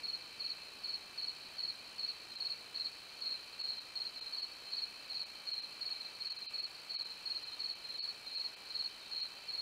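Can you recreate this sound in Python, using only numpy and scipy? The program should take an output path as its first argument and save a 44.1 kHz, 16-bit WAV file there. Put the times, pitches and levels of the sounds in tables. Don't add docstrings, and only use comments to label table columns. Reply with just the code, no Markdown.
import sys
import numpy as np
from scipy import signal
from scipy.fft import rfft, irfft, next_fast_len
from scipy.io import wavfile

SR = 44100
rng = np.random.default_rng(int(sys.argv[2]) if len(sys.argv) > 2 else 0)


def output_pcm(signal):
    pcm = np.clip(np.atleast_2d(signal).T, -1, 1) * 32767
    wavfile.write(sys.argv[1], SR, np.round(pcm).astype(np.int16))


N = 423801
TIME = np.arange(N) / SR


def from_db(db):
    return 10 ** (np.asarray(db) / 20)


def rms_one(x):
    return x / np.sqrt(np.mean(x ** 2) + 1e-20)


def colour(x, spectrum):
    hz, db = np.transpose(spectrum)
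    bins = np.maximum(np.arange(N // 2 + 1) * SR / N, 1)
    gain = from_db(np.interp(np.log(bins), np.log(hz), db, left=-70, right=-70))
    return rms_one(irfft(rfft(x) * gain, N))


def drift(rate):
    return np.interp(TIME * rate, np.arange(4096), rng.standard_normal(4096))


def add(out, start_s, sound):
    at = int(start_s * SR)
    if 0 <= at < N:
        out[at:at + len(sound)] += sound[:N - at]


def echoes(x, paths):
    size = next_fast_len(N + SR)
    hz = np.arange(size // 2 + 1) * SR / size
    response = 0
    for delay_ms, db in paths:
        response = response + from_db(db) * np.exp(-2j * np.pi * hz * delay_ms / 1000)
    return irfft(rfft(x, size) * response, size)[:N]


def scatter(x, t60):
    t = np.arange(SR) / SR
    build_up = 1 - np.exp(-t / 0.039)
    tail = rng.standard_normal(SR) * from_db(-60 * t / t60) * build_up
    tail_of_unit_energy = tail / np.sqrt(np.sum(tail ** 2))
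    return signal.fftconvolve(x, tail_of_unit_energy)[:N]


def stroke(pitch_hz, fall_hz, length_s, steady_share=0.4, swell=0.44):
    way = np.linspace(0, 1, int(length_s * SR))
    slowing = steady_share * way + (1 - steady_share) * way ** 4
    hz = pitch_hz - fall_hz * slowing
    force = np.interp(way, [0, .03, swell, .8, 1], [0, .6, 1, .62, 0])
    return force * np.sin(2 * np.pi * np.cumsum(hz) / SR)


def near_cricket(length_s=0.0258, tail_db=-17):
    # start in seconds, level in dB, usual starting pitch of its strokes in Hz.
    chirps = [(0.033, -37.5, 4372), (0.396, -37.5, 4400), (0.835, -37, 4432), (1.176, -37, 4412),
              (1.582, -36, 4402), (1.982, -36.5, 4445), (2.401, -36.5, 4396), (2.750, -37.5, 4404),
              (3.211, -37.5, 4380), (3.590, -37, 4403), (3.955, -36.5, 4360), (4.324, -37.5, 4454),
              (4.722, -36.5, 4432), (5.098, -38.3, 4406), (5.468, -36.9, 4337), (5.808, -37.5, 4400),
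              (6.202, -38, 4370), (6.535, -37.5, 4397), (6.894, -37.5, 4415), (7.253, -37, 4335),
              (7.592, -36.5, 4407), (7.981, -37, 4467), (8.347, -37.8, 4382), (8.743, -36.5, 4404),
              (9.114, -37, 4353), (9.483, -38, 4410)]
    # seconds after the chirp's start, added level in dB.
    chirp_shape = [(0, -0.5), (.045, 1), (.095, 0.8)]
    # delay in ms, level in dB.
    near_paths = [(0, 0), (5.31, -4.8), (7.26, -14.5), (10.26, -10.5), (12.79, -4.4), (16.07, -10.5),
                  (18.83, -8.2), (26.61, -14.1), (30.53, -15.7)]
    usual_pitch_hz, usual_fall_hz, fall_per_hz = 4400, 483, 1.53
    stroke_scatter_hz = 36.3
    song = np.zeros(N)
    for start_s, chirp_db, chirp_hz in chirps:
        detunes_hz = rng.normal(0, stroke_scatter_hz, len(chirp_shape))
        for (after_s, stroke_db), detune_hz in zip(chirp_shape, detunes_hz):
            pitch_hz = chirp_hz + detune_hz
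            fall_hz = usual_fall_hz + fall_per_hz * (pitch_hz - usual_pitch_hz)
            wing = stroke(pitch_hz, fall_hz, length_s)
            add(song, start_s + after_s, from_db(chirp_db + stroke_db) * wing)
    return echoes(song, near_paths) + from_db(tail_db) * scatter(song, t60=0.4)


def second_cricket(pitch_hz=4265, fall_hz=540, length_s=0.0262, gap_s=.05, first_db=-1.5, tail_db=-12):
    # start in seconds, level in dB.
    neighbour_chirps = [(2.303, -38.5), (2.743, -35), (3.239, -36), (3.668, -36.5), (4.16, -36.5),
                        (4.665, -38.5), (5.108, -38.5), (5.53, -37), (5.947, -37.5), (6.363, -37.5),
                        (6.996, -37), (7.419, -38), (7.84, -36.5), (8.263, -36.5), (8.696, -37),
                        (9.142, -37)]
    # delay in ms, level in dB.
    neighbour_paths = [(0, -3), (6.92, -19), (13.6, -11), (19.05, -11.5)]
    song = np.zeros(N)
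    for start_s, chirp_db in neighbour_chirps:
        for k, detune_hz in enumerate(rng.normal(0, 19.0, 3)):
            wing = stroke(pitch_hz + detune_hz, fall_hz, length_s, steady_share=0.19, swell=0.64)
            add(song, start_s + k * gap_s, from_db(chirp_db + first_db * (k == 0)) * wing)
    return echoes(song, neighbour_paths) + from_db(tail_db) * scatter(song, t60=0.2)


def low_cricket(pitch_hz=3830, fall_hz=270, length_s=0.029, gap_s=0.045, tail_db=-4):
    # start in seconds, level in dB.
    low_chirps = [(7.510, -56), (8.243, -55.5), (9.007, -54.5), (9.545, -59)]
    song = np.zeros(N)
    for start_s, chirp_db in low_chirps:
        for k in range(2):
            add(song, start_s + k * gap_s, from_db(chirp_db) * stroke(pitch_hz, fall_hz, length_s))
    return song + from_db(tail_db) * scatter(song, t60=.3)


def far_crickets(pitch_hz=4430, spread_hz=130, period_s=.39, chirps_db=-58, blur_db=-55.5, swell_db=-0.5, count=5):
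    # frequency in Hz, relative density in dB per Hz.
    chorus_spectrum = [(3400, -72), (3700, -17.5), (3950, 0.5), (4150, 2.5), (4300, 3.5), (4450, -4),
                       (4570, -6), (4700, -4), (4810, -24), (4950, -47)]
    song = np.zeros(N)
    offsets = rng.random(count)
    paces = rng.uniform(.85, 1.15, count)
    for offset, pace, detune in zip(offsets, paces, np.linspace(-1, 1, count)):
        steps = rng.normal(1, .06, size=40)
        starts_s = (offset + np.cumsum(steps) - 1) * period_s * pace
        for start_s, waver_hz in zip(starts_s, rng.normal(0, 42.0, len(starts_s))):
            wing = stroke(pitch_hz + spread_hz * detune + waver_hz, fall_hz=362, length_s=0.0216)
            for k in range(3):
                add(song, start_s + k * .049, wing)
    chirps = rms_one(song + 0.48 * scatter(song, t60=0.28))
    blur = colour(rng.standard_normal(N), chorus_spectrum) * from_db(swell_db * drift(9))
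    return from_db(chirps_db) * chirps + from_db(blur_db) * blur


def tree_crickets(waver_db=1.5, wander_rate=110, count=3):
    # pitch in Hz, pitch spread in Hz, pulses per second, depth of pulsing from 0 to 1, level in dB.
    trills = [(2349, 55, 50, 0.13, -66), (2486, 90, 61, 0.33, -66.5), (2627, 75, 61, 0.28, -66),
              (3020, 90, 47, 0.33, -68.5), (3094, 65, 17, 0.4, -69)]
    out = np.zeros(N)
    for pitch_hz, spread_hz, pulse_rate, depth, level_db in trills:
        tones = np.zeros(N)
        for _ in range(count):
            hz = pitch_hz + spread_hz * drift(wander_rate)
            tones += np.sin(2 * np.pi * np.cumsum(hz) / SR)
        wing_hz = pulse_rate * (1 + 0.0377 * drift(5))
        wings = 1 + depth * np.sin(2 * np.pi * np.cumsum(wing_hz) / SR)
        out += from_db(level_db + waver_db * drift(5.5)) * rms_one(tones * wings)
    return out


def camera_floor(air_db=-57.5, buzz_db=-72.5, flutter_db=2.57, repeat_share=0.8):
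    # frequency in Hz, relative density in dB per Hz.
    air_spectrum = [(20, -12), (70, -7.5), (200, -5.5), (480, -1.5), (1250, -0.5), (2100, -3), (3400, -5.5),
                    (4900, -6), (5300, -4), (5700, -8.5), (6500, -13), (9800, -13.5), (11000, -23),
                    (11900, -18), (13500, -21.5), (15700, -22.5)]
    # frequency in Hz, relative density in dB per Hz.
    buzz_spectrum = [(4500, -9), (6300, 2), (9500, -2), (10800, -5.5), (15000, -18)]
    # frequency in Hz, rms level in dB.
    whine_tones = [(39.6, -85), (59.4, -96), (79.2, -91), (9608, -86), (9638, -84.5), (14442, -88)]
    cycle_hz = 58.72
    on = (TIME * cycle_hz + .87) % 1 < .4
    air = rms_one(colour(rng.standard_normal(N), air_spectrum) * from_db(flutter_db * on))
    pattern = np.resize(rng.standard_normal(round(SR / cycle_hz)), N)
    fresh = rng.standard_normal(N)
    bursts = on * (np.sqrt(repeat_share) * pattern + np.sqrt(1 - repeat_share) * fresh)
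    buzz = colour(bursts, buzz_spectrum)
    whine = np.zeros(N)
    for hz, level_db in whine_tones:
        whine += from_db(level_db) * np.sqrt(2) * np.sin(2 * np.pi * (hz * TIME + rng.random()))
    return from_db(air_db) * air + from_db(buzz_db) * buzz + whine


def rumble():
    # frequency in Hz, relative density in dB per Hz.
    rumble_spectrum = [(40, -17), (110, -3.5), (290, 0), (480, -2.5), (800, -22)]
    # time in seconds, level in dB.
    rumble_level = [(0, -70.5), (3, -72.5), (4.5, -77.5), (9.6, -76)]
    level_db = np.interp(TIME, *np.transpose(rumble_level))
    return from_db(level_db) * colour(rng.standard_normal(N), rumble_spectrum)


def dips():
    # middle of the dip in seconds, length from edge to edge in seconds.
    dip_times = [(2.369, .016), (3.627, .018), (3.798, .017), (4.204, .018), (4.417, .013), (5.249, .02),
                 (5.527, .018), (5.612, .018), (6.294, .017), (6.337, .015), (6.380, .017), (6.479, .042),
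                 (6.614, .014), (6.657, .018), (6.971, .04), (7.041, .018), (7.446, .013), (7.745, .018),
                 (8.010, .043), (8.364, .018), (8.556, .018), (9.217, .018)]
    base_db, db_per_s = -5.5, -540
    level_db = np.zeros(N)
    for middle_s, length_s in dip_times:
        shape = np.clip(3 - np.abs(TIME - middle_s) / (length_s / 6), 0, 2) / 2
        level_db += (base_db + db_per_s * length_s) * shape
    return level_db


def scene(trill_share=0.039, low_share=0.49):
    floor = camera_floor() + rumble()
    dip_db = dips()
    low_pass = signal.butter(4, 4500, fs=SR, output="sos")
    low = signal.sosfiltfilt(low_pass, floor)
    treble = floor - low
    floor = low * from_db(low_share * dip_db) + treble * from_db(dip_db)
    chirps = near_cricket() + second_cricket() + low_cricket() + far_crickets()
    trills = tree_crickets() * from_db(trill_share * dip_db)
    return (chirps + trills + floor)[None]


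def record(dry, notch_hz=5510, notch_width_hz=170, cutoff_hz=15750):
    b, a = signal.iirnotch(notch_hz, notch_hz / notch_width_hz, fs=SR)
    notched = signal.lfilter(b, a, dry)
    top_cut = signal.ellip(12, .1, 80, cutoff_hz, fs=SR, output="sos")
    return signal.sosfilt(top_cut, notched)


dry = scene()
out = record(dry)
output_pcm(out)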